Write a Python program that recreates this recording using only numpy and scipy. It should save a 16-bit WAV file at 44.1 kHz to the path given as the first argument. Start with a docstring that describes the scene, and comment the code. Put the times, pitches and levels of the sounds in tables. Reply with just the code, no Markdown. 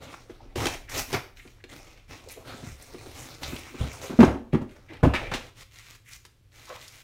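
"""Unpacking a cardboard box on a couch

Someone rips off a tear strip and drags out a bubble-wrapped packet: tiny clicks over hiss, shaped by hand moves.
The hollow box booms as fading sine modes under the hands, is tossed aside, thumps, tumbles and lands with a
slap of filtered noise. Creases snap, short bands of rasp stand out and panels judder; the wrap rustles on.
The even echo tail of a small furnished room, a quiet hush and a deep rumble surround it."""
import sys
import numpy as np
from scipy import signal
from scipy.io import wavfile
from scipy.ndimage import map_coordinates

SR = 44100
rng = np.random.default_rng(int(sys.argv[2]) if len(sys.argv) > 2 else 0)


def pcm_store(signal):
    """Save signal as 16-bit PCM."""
    levels = np.round(np.clip(np.atleast_2d(signal), -1, 1) * 32767)
    wavfile.write(sys.argv[1], SR, levels.astype(np.int16).T)


N = 310134  # length of the scene in samples

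# In the three tables of hand moves, levels and relative levels are before the trims given to friction().

# Pulls on the tear strip. Each row: start in seconds, length in seconds, level in dB,
# low body in dB relative to that level, fine fizz in dB relative to that level.
PULL_MOVES = [(0.553, 0.11988, -34.5, -1, -5), (0.676, 0.0733, -45, -0.5, -2), (0.89, 0.048, -40, -7.5, 0),
              (0.934, 0.064, -30.5, -6.5, -1.5), (1.074, 0.05485, -44.5, -2.5, 0),
              (1.126, 0.025, -31, -2, -8), (1.157, 0.01291, -41.5, 5, -19)]
# Tension builds through a pull until the fibres let go. One row: attack in seconds, build from start
# to end in dB, arch of the middle over the ends in dB, release in seconds to fall 60 dB.
PULL_ENVELOPE = (0.0068, 7, 1.6, 0.12)


def tearing():
    """The strip parts the card fibre by fibre, in quick jerks."""
    fibres = crackle(per_s=6000, spread_db=3.0, clump_db=1.5, clump_per_s=210, hiss_db=-4)
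    drifting = colour_drift(fibres, depth_db=3.0)
    return friction(drifting, PULL_MOVES, PULL_ENVELOPE, rasp_db=-4.0, body_db=3.5, fizz_db=-4.0)


# Card sliding under the hands. Each row: start in seconds, length in seconds, level in dB,
# low body in dB relative to that level, fine fizz in dB relative to that level.
SLIDE_MOVES = [(0.0, 0.046, -45, 4, -6.5), (0.067, 0.12, -53, -1.5, -3), (0.273, 0.048, -54, 3.5, -7),
               (0.393, 0.051, -57.5, 7, -29.5), (1.352, 0.05107, -53.5, -9, -1),
               (1.455, 0.095, -64.5, 3.5, -5), (1.677, 0.12, -48, -2, -3), (1.834, 0.13, -54.5, -3, -12),
               (2.072, 0.0897, -47, 0.5, -7.5), (2.197, 0.13, -58.5, 1.5, -4.5),
               (2.278, 0.04845, -47.5, -12, 0), (2.355, 0.07, -57.5, 8, -21.5),
               (2.44, 0.17, -48.5, 0.5, -3), (2.611, 0.13, -50.5, -9, -1.5), (2.778, 0.54, -53.5, 1, -1.5),
               (3.133, 0.19, -45.5, -3.5, -2.5), (3.394, 0.21, -42, -3, -2.5), (3.615, 0.21, -50, -4, -6),
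               (3.759, 0.13, -42.5, -1, -6), (3.9, 0.13, -46.5, -1, -6),
               (4.003, 0.05096, -37.5, -5.5, -6.5), (4.085, 0.04537, -49, 9.5, -24),
               (4.667, 0.15, -60, 3, -8), (4.887, 0.075, -55.5, 9.5, -11), (5.15, 0.15, -48, 7.5, -11.5)]
# A slide speeds up and slows down again. One row: attack in seconds, build from start to end in dB,
# arch of the middle over the ends in dB, release in seconds to fall 60 dB.
SLIDE_ENVELOPE = (0.04, -2.5, 3, 0.6)


def rustling():
    """The packet drags out along the card: a dense, fine scuffing."""
    scuffs = crackle(per_s=1500, spread_db=4.0, clump_db=1.36, clump_per_s=110, hiss_db=2.0)
    drifting = colour_drift(scuffs, depth_db=3.5)
    return friction(drifting, SLIDE_MOVES, SLIDE_ENVELOPE, rasp_db=-3.0, body_db=1.5, fizz_db=-4.5)


# The bubble wrap shifts in the hand. Each row: start in seconds, length in seconds, level in dB,
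# low body of the rustle in dB relative to that level, fine fizz in dB relative to that level.
WRAP_MOVES = [(5.388, 0.11, -53.5, 2.5, -8), (5.542, 0.091, -47, -7, -5.5), (5.695, 0.27, -54, -13, -5.5),
              (6.045, 0.049, -60.5, -15, 11), (6.076, 0.09, -50.5, -18, -0.5), (6.242, 0.026, -49, -6, 1),
              (6.507, 0.32, -54.5, -6, -5), (6.677, 0.087, -45.5, -10, -9), (6.764, 0.2583, -54, -9, -3)]
# The rustle fades in, sinks slightly and stops short. One row: attack in seconds, build from start
# to end in dB, arch of the middle over the ends in dB, release in seconds to fall 60 dB.
WRAP_ENVELOPE = (0.08, -2.5, -0.5, 0.01)


def crinkling():
    """Loose film buckles in sparse, separate ticks over its own swish."""
    ticks = crackle(per_s=310, spread_db=3.0, clump_db=2.0, clump_per_s=45, hiss_db=3)
    return friction(ticks, WRAP_MOVES, WRAP_ENVELOPE, rasp_db=-1.0, body_db=-0.5, fizz_db=-1.0)


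# Colours of rubbing: the rasp of the surface, the low body of the sound, the finest fibres and film.
# Each row of all three: frequency in Hz, relative level in dB.
SURFACE_COLOUR = [(700, -23.5), (1100, -6), (1400, -3), (1650, -3.5), (2100, 2), (3000, -3), (4000, -3.5),
                  (5600, -12.5), (8000, -33.5)]
BODY_COLOUR = [(30, -8), (75, 10), (130, 7.5), (195, -7.5), (260, 3), (370, 0), (520, 0), (780, -3),
               (1250, -13), (1800, -29.5)]
FIZZ_COLOUR = [(3500, -35.5), (5500, -3), (6700, -2), (8000, -4), (10000, -7.5), (15000, -10.5),
               (16500, -16.5)]


def friction(drive, moves, envelope, rasp_db, body_db, fizz_db):
    """One crackle sounds as the rasp of the surface, as a low body and as fine fizz."""
    rasp_power, body_power, fizz_power = np.zeros((3, N))
    for start_s, length_s, db, body_relative_db, fizz_relative_db in moves:
        power = gesture(length_s, envelope) * amp(db) ** 2
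        add(rasp_power, start_s, power * amp(rasp_db) ** 2)
        add(body_power, start_s, power * amp(body_relative_db + body_db) ** 2)
        add(fizz_power, start_s, power * amp(fizz_relative_db + fizz_db) ** 2)
    rasp = np.sqrt(rasp_power) * shaped(drive, SURFACE_COLOUR)
    body = np.sqrt(body_power) * shaped(drive, BODY_COLOUR)
    fizz = np.sqrt(fizz_power) * shaped(drive, FIZZ_COLOUR)
    return rasp + body + fizz


def gesture(length_s, envelope):
    """Power of one hand movement: attack, a tilted arch while it lasts, release."""
    attack_s, build_db, arch_db, release_s = envelope
    t = np.arange(round((length_s + release_s) * SR)) / SR
    done = np.minimum(t / length_s, 1)
    level_db = build_db * (done - .5) - arch_db * (2 * done - 1) ** 2
    fade_db = -60 * np.maximum(t - length_s, 0) / release_s
    return (np.minimum(t / attack_s, 1) * amp(level_db + fade_db)) ** 2


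def crackle(per_s, spread_db, clump_db, clump_per_s, hiss_db, count=24):
    """Tiny ruptures of many sizes and colours, bunched by stick and slip, over smooth sliding hiss."""
    ruptures = rng.random(N) < per_s / SR
    sizes = amp(spread_db * np.minimum(rng.exponential(1, N), 5)) * ruptures
    kind = rng.integers(0, count, N)
    t = np.arange(128) / SR
    grains = rng.standard_normal((count, len(t))) * np.exp(-t / 0.00047)
    clicks = sum(np.convolve(sizes * (kind == k), evened(grains[k]))[:N] for k in range(count))
    hiss = amp(hiss_db) * rng.standard_normal(N)
    return evened((evened(clicks) + hiss) * amp(clump_db * wander(clump_per_s)))


def colour_drift(x, depth_db, per_s=22, per_octave=2.69):
    """Random patches of louder and softer colour drift over the rubbing sound."""
    hz, t, z = signal.stft(x, SR, nperseg=512)
    where = np.meshgrid(per_octave * np.log2(1 + hz / 200), t * per_s, indexing="ij")
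    patches = map_coordinates(rng.standard_normal((48, 400)), where, order=1, mode="wrap")
    return signal.istft(z * amp(depth_db * patches), SR, nperseg=512)[1][:N]


# Short bands of coloured rasp noise, each around one pitch.
# Each row: middle in seconds, length in seconds, level in dB before the fades, pitch in Hz.
RASP_BANDS = [(0.411, 0.03, -50.5, 790), (0.737, 0.047, -39, 2160), (0.909, 0.075, -44.5, 2020),
              (1.407, 0.065, -52, 2200), (1.606, 0.02, -57.5, 1870), (2.279, 0.046, -48.5, 444),
              (2.318, 0.0301, -46, 10730), (2.379, 0.045, -44.5, 427), (2.51, 0.15, -49.5, 1350),
              (3.442, 0.027, -37, 3800), (4.042, 0.049, -38.5, 526), (4.043, 0.07, -45.5, 6040),
              (4.246, 0.06527, -43, 5800), (4.539, 0.03288, -44, 2304), (4.932, 0.1362, -51.5, 2080),
              (5.156, 0.041, -29, 2222), (5.227, 0.39, -47.5, 2240), (6.082, 0.074, -55.5, 2122),
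              (6.714, 0.049, -40.5, 584), (6.732, 0.13, -47, 1030)]


def rasp_bands(sharpness=2.18):
    """Short bands of coloured rasp noise: crackle through one resonance, faded in and out."""
    drive = crackle(per_s=2400, spread_db=1.5, clump_db=-4.0, clump_per_s=170, hiss_db=-9.5)
    out = np.zeros(N)
    for middle_s, length_s, db, pitch_hz in RASP_BANDS:
        start_s = middle_s - length_s / 2
        piece = drive[round(start_s * SR):][:round(length_s * SR)]
        band = evened(ringing(piece, pitch_hz, sharpness))
        add(out, start_s, amp(db) * band * np.sqrt(np.hanning(len(piece))))
    return out


# Panels and air of the box.
# Each row: frequency in Hz, relative level in dB, time in seconds to fall 60 dB.
BOX_MODES = [(67.8, 5, 0.28), (103.84, -1.5, 0.26), (150, 1, 0.087), (211.04, 0, 0.068), (234.3, -0.5, .12),
             (270, -0.5, 0.11), (312.5, -2, 0.092), (364, 4.5, 0.073), (477, -1, 0.073), (650, -6, 0.088),
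             (821.64, -8.5, 0.097), (977, -14, 0.044)]


def blows(reach_octaves=0.64, rise_s=0.00032, contact_cycles=2.6, slap_floor_hz=220, steepness=4.47, tick_db=-40):
    """Each blow booms the box modes near its centre, and the loose panels slap."""
    t, out = np.arange(SR // 2) / SR, np.zeros(N)
    hz, db, t60 = np.transpose(BOX_MODES)
    fades = amp(-60 * t / t60[:, None]) * (1 - np.exp(-t / rise_s))
    modes = np.sin(2 * np.pi * hz[:, None] * t) * fades
    signs = (-1) ** np.arange(len(hz))
    for s, boom_db, centre_hz, slap_db, bright_hz, slap_t60 in contacts():
        weights = amp(db) * np.exp(-.5 * (np.log2(hz / centre_hz) / reach_octaves) ** 2)
        boom = (weights * signs) @ modes / np.linalg.norm(weights)

        def softness(f):
            """Soft contact rolls the treble off; a faint dry tick stays above it."""
            thud = 1 / (1 + (f / bright_hz) ** steepness)
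            tick = amp(tick_db) ** 2 / (1 + (f / 8000) ** 4)
            bass_cut = 1 + (slap_floor_hz / (f + 1)) ** 2
            return 10 * np.log10((thud + tick) / bass_cut)

        slap = evened(colour(rng.standard_normal(len(t)), softness))
        # a hard, bright contact also starts faster
        fading = amp(-60 * t / slap_t60) * (1 - np.exp(-t * bright_hz / contact_cycles))
        add(out, s, amp(boom_db) * boom + amp(slap_db) * slap * fading)
    return out


# Hands bump the box they hold.
# Each row: start in seconds, boom level in dB, centre of the modes reached in Hz.
HAND_BUMPS = [(0.296, -32, 400), (0.452, -44.5, 330), (1.451, -38.5, 286), (1.639, -39, 400),
              (2.536, -35, 202), (2.628, -30, 177), (2.666, -31.5, 139), (2.718, -35, 90),
              (2.943, -30.5, 378), (3.062, -35, 338), (3.523, -24.5, 234), (3.742, -30.5, 290),
              (3.804, -17, 106.5), (3.838, -22.5, 122), (4.097, -22.5, 230), (4.128, -23.5, 247.2)]
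# A soft hand slaps faintly (dB relative to the boom); the higher the modes it reaches, the brighter.
KNOCK_SLAP_DB, KNOCK_BRIGHT_RATIO, KNOCK_T60_S = -15.5, 5.0, 0.11
# Card or film gives way with a sharp crack. Each row: start in seconds, crack level in dB before
# its rise and fade, boom level in dB, brightness in Hz.
SHARP_CRACKS = [(0.127, -33, -48, 1800), (0.139, -30.5, -55, 1590), (0.557, -29, -22, 3040),
                (0.656, -20.5, -20, 4850), (0.668, -18.5, -34, 4450), (1.128, -27.5, -25, 7000),
                (3.432, -28, -43, 4360), (6.251, -40, -58, 5220), (6.701, -33, -52, 1800)]
CRACK_CENTRE_HZ, CRACK_T60_S = 400, 0.03
# The tossed box hits, tumbles and lands. Each row: start in seconds, boom level in dB, centre of the modes
# reached in Hz, slap level in dB before its rise and fade, slap brightness in Hz, seconds for the slap to fall 60 dB.
BOX_LANDINGS = [(4.188, -17, 130, -16, 650, 0.31), (4.203, -15.5, 140, -19, 1850, 0.12),
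                (4.228, -2, 220, -12, 1087, 0.09), (4.236, -12, 432.6, -34.5, 700, 0.059),
                (4.272, -16.5, 111, -26, 690, 0.2194), (4.531, -8, 181.1, -15, 604.9, 0.032),
                (4.544, -10, 240, -28, 1342, 0.1), (4.612, -20.5, 166, -28, 448, 0.08445),
                (5.029, -4.5, 143.6, -15.5, 756, 0.18), (5.048, -13, 450, -24, 1280, 0.063),
                (5.063, -8, 123, -27, 551, 0.045), (5.136, -25, 196, -24, 2025, 0.21446),
                (5.314, -27, 150, -28, 1830, 0.19), (5.337, -25.5, 232.3, -26.5, 3700, 0.15)]


def contacts():
    """Every blow on the box, as (s, boom dB, centre Hz, slap dB, brightness Hz, slap t60 s)."""
    knocks = [(s, db, hz, db + KNOCK_SLAP_DB, hz * KNOCK_BRIGHT_RATIO, KNOCK_T60_S)
              for s, db, hz in HAND_BUMPS]
    cracks = [(s, boom_db, CRACK_CENTRE_HZ, crack_db, bright_hz, CRACK_T60_S)
              for s, crack_db, boom_db, bright_hz in SHARP_CRACKS]
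    return knocks + cracks + list(BOX_LANDINGS)


# A panel juddering as the box skids.
# Each row: start in seconds, length in seconds, level in dB, pitch halfway through in Hz.
PANEL_JUDDERS = [(1.137, 0.013893, -26.5, 372.3), (4.189, 0.03093, -4, 232.5), (4.353, 0.021, -30.5, 270),
                 (4.9, 0.0244, -43, 330), (5.031, 0.025, -15.5, 496), (5.059, 0.02, -16.5, 289.5)]


def judders(overtone_db=-19, ring_s=0.0019, sag=0.097):
    """Stick and slip locks onto one panel mode, which swells, sags in pitch and stops."""
    out = np.zeros(N)
    for start_s, length_s, db, pitch_hz in PANEL_JUDDERS:
        t = np.arange(round(2 * length_s * SR)) / SR
        sagging_hz = pitch_hz * (1 + sag * (.5 - t / length_s))
        phase = 2 * np.pi * np.cumsum(sagging_hz) / SR
        swing = (1 - np.exp(-t / ring_s)) * np.exp(-np.maximum(t - length_s, 0) / ring_s)
        tone = np.sin(phase) + amp(overtone_db) * np.sin(2 * phase)
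        add(out, start_s, amp(db) * swing * tone)
    return out


# Single creases snapping over. Each row: start in seconds, level in dB before the decay, pitch in Hz.
CREASES = [(1.371, -47.5, 2800), (1.476, -46.5, 2150), (1.64, -41, 2310), (1.975, -50, 2060),
           (2.121, -41.5, 2280), (2.287, -42.5, 5900), (2.824, -43, 8000), (3.564, -33.5, 2620),
           (3.932, -45, 6860), (4.1, -56, 7200), (4.693, -54, 2400), (4.934, -44, 2240),
           (4.969, -48.5, 2400), (5.903, -53, 8900), (6.133, -40, 4390), (6.654, -46, 5000),
           (6.813, -42.5, 3500), (6.88, -41, 5000), (6.901, -60, 6000)]


def snaps(decay_s=0.0052, sharpness=1.0):
    """A crease flips: a few milliseconds of crack around one pitch."""
    t, out = np.arange(SR // 20) / SR, np.zeros(N)
    for start_s, db, pitch_hz in CREASES:
        crack = evened(ringing(rng.standard_normal(len(t)), pitch_hz, sharpness))
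        add(out, start_s, amp(db) * crack * np.exp(-t / decay_s))
    return out


def ringing(x, pitch_hz, sharpness):
    """A broad resonance with steep skirts."""
    def gain_db(f):
        detuning = f / pitch_hz - pitch_hz / (f + 1)
        return -20 * np.log10(1 + (sharpness * detuning) ** 2)
    return colour(x, gain_db)


def amp(db):
    """Decibels to gain."""
    return 10 ** (np.asarray(db) / 20)


def evened(x):
    """Scales to an rms of one."""
    return x / np.sqrt(np.mean(x ** 2) + 1e-20)


def read(points, hz):
    """Reads a table on a log-frequency axis."""
    f, value = np.transpose(points)
    return np.interp(np.log(hz + 1), np.log(f + 1), value)


def add(mix, s, sound):
    """Adds a sound to the mix at a time in seconds."""
    part = mix[max(round(s * SR), 0):][:len(sound)]
    part += sound[:len(part)]


def colour(x, gain_db, size=4096):
    """Causal filter whose gain is a function of frequency."""
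    hz = abs(np.fft.fftfreq(size, 1 / SR))
    log_gain = np.log(amp(gain_db(hz)) + 1e-5)
    # minimum phase: the filter responds as early as it can
    kernel = np.fft.ifft(np.exp(np.conj(signal.hilbert(log_gain)))).real
    return signal.oaconvolve(x, kernel[:size // 2])[:len(x)]


def shaped(x, points):
    """Gives x a spectrum whose skirts fall away outside the table, at unit rms."""
    def gain_db(hz):
        octaves_outside = abs(np.log2((hz + 1) / np.clip(hz + 1, points[0][0], points[-1][0])))
        return read(points, hz) - 20 * octaves_outside
    return evened(colour(x, gain_db))


def wander(per_s):
    """Random values of unit spread, joined by straight lines."""
    knots = rng.standard_normal(4096)
    return np.interp(np.arange(N) / SR * per_s, np.arange(len(knots)), knots, period=len(knots))


def room(x, half_turns_per_s=1.315, count=3, wet_db=-6):
    """Blends three random echo patterns in turn, for an even, uncoloured room tail."""
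    turn = np.pi * (half_turns_per_s * np.arange(N) / SR + np.arange(count)[:, None] / count)
    shares = np.sqrt(2 / count) * np.cos(turn)
    echoes = sum(signal.fftconvolve(x * share, reflections())[:N] for share in shares)
    return x + amp(wet_db) * echoes


# How long the room's echoes last. Each row: frequency in Hz, time in seconds to fall 60 dB.
ECHO_TIMES = [(80, .3), (250, 0.5038), (1000, 0.37), (3000, 0.37852), (8000, 0.34), (15000, 0.42)]


def reflections(first_s=0.0034):
    """Close walls and furniture: dense echoes of random sign, each band dying at its own speed."""
    taps = rng.choice([-1., 1.], SR // 2) * (rng.random(SR // 2) < 6000 / SR)  # 6000 echoes per second
    taps *= np.arange(len(taps)) > first_s * SR
    hz, t, z = signal.stft(taps, SR, nperseg=256)
    fading = amp(-60 * t / read(ECHO_TIMES, hz)[:, None])
    tail = signal.istft(z * fading, SR, nperseg=256)[1]
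    couch = lambda f: -10 * np.log10(1 + (560 / (f + 20)) ** 2)  # upholstery soaks up the bass
    return colour(tail / np.linalg.norm(tail), couch)


# The colour of the quiet room. Each row: frequency in Hz, relative level in dB.
HUSH_COLOUR = [(20, -2), (40, -0.5), (80, -1), (112, 5.5), (145, -10.5), (220, -18), (400, -19.5),
               (800, -32), (3000, -30.5), (15000, -43.5)]
HUSH_DB = -58.5
# Deep rumble: a long faint bed and shorter swells. Each row: middle in seconds,
# seconds from there until its gain is down to about a third, peak level in dB.
RUMBLE_SWELLS = [(0.8, 0.35, -46.5), (2.5, 3.665, -57.5), (4.58, 0.076, -43), (5.25, 0.16, -44.5)]


def background():
    """Steady room hush and a deep rumble: a long faint bed and shorter swells."""
    t = np.arange(N) / SR
    swell = sum(amp(db) * np.exp(-((t - s) / width_s) ** 2) for s, width_s, db in RUMBLE_SWELLS)
    rumble = shaped(rng.standard_normal(N), [(18, -8.5), (31, 3.5), (45, -17.5), (70, -16)])  # Hz, dB
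    hush = amp(HUSH_DB) * shaped(rng.standard_normal(N), HUSH_COLOUR)
    return hush + swell * rumble


def scene():
    """All the handling in the room, heard by one microphone."""
    rubbing = tearing() + rustling() + crinkling() + rasp_bands()
    handling = rubbing + blows() + judders() + snaps()
    return (room(handling) + background())[None]


def record(dry, ceiling=.72, edge_hz=15850):
    """The loudest thumps round off against the ceiling; then the treble stops at the band edge."""
    limited = dry / (1 + (dry / ceiling) ** 6) ** (1 / 6)
    lowpass = signal.firwin(511, edge_hz, window=("kaiser", 9), fs=SR)
    return signal.oaconvolve(limited, lowpass[None], "same")


dry = scene()
out = record(dry)
pcm_store(out)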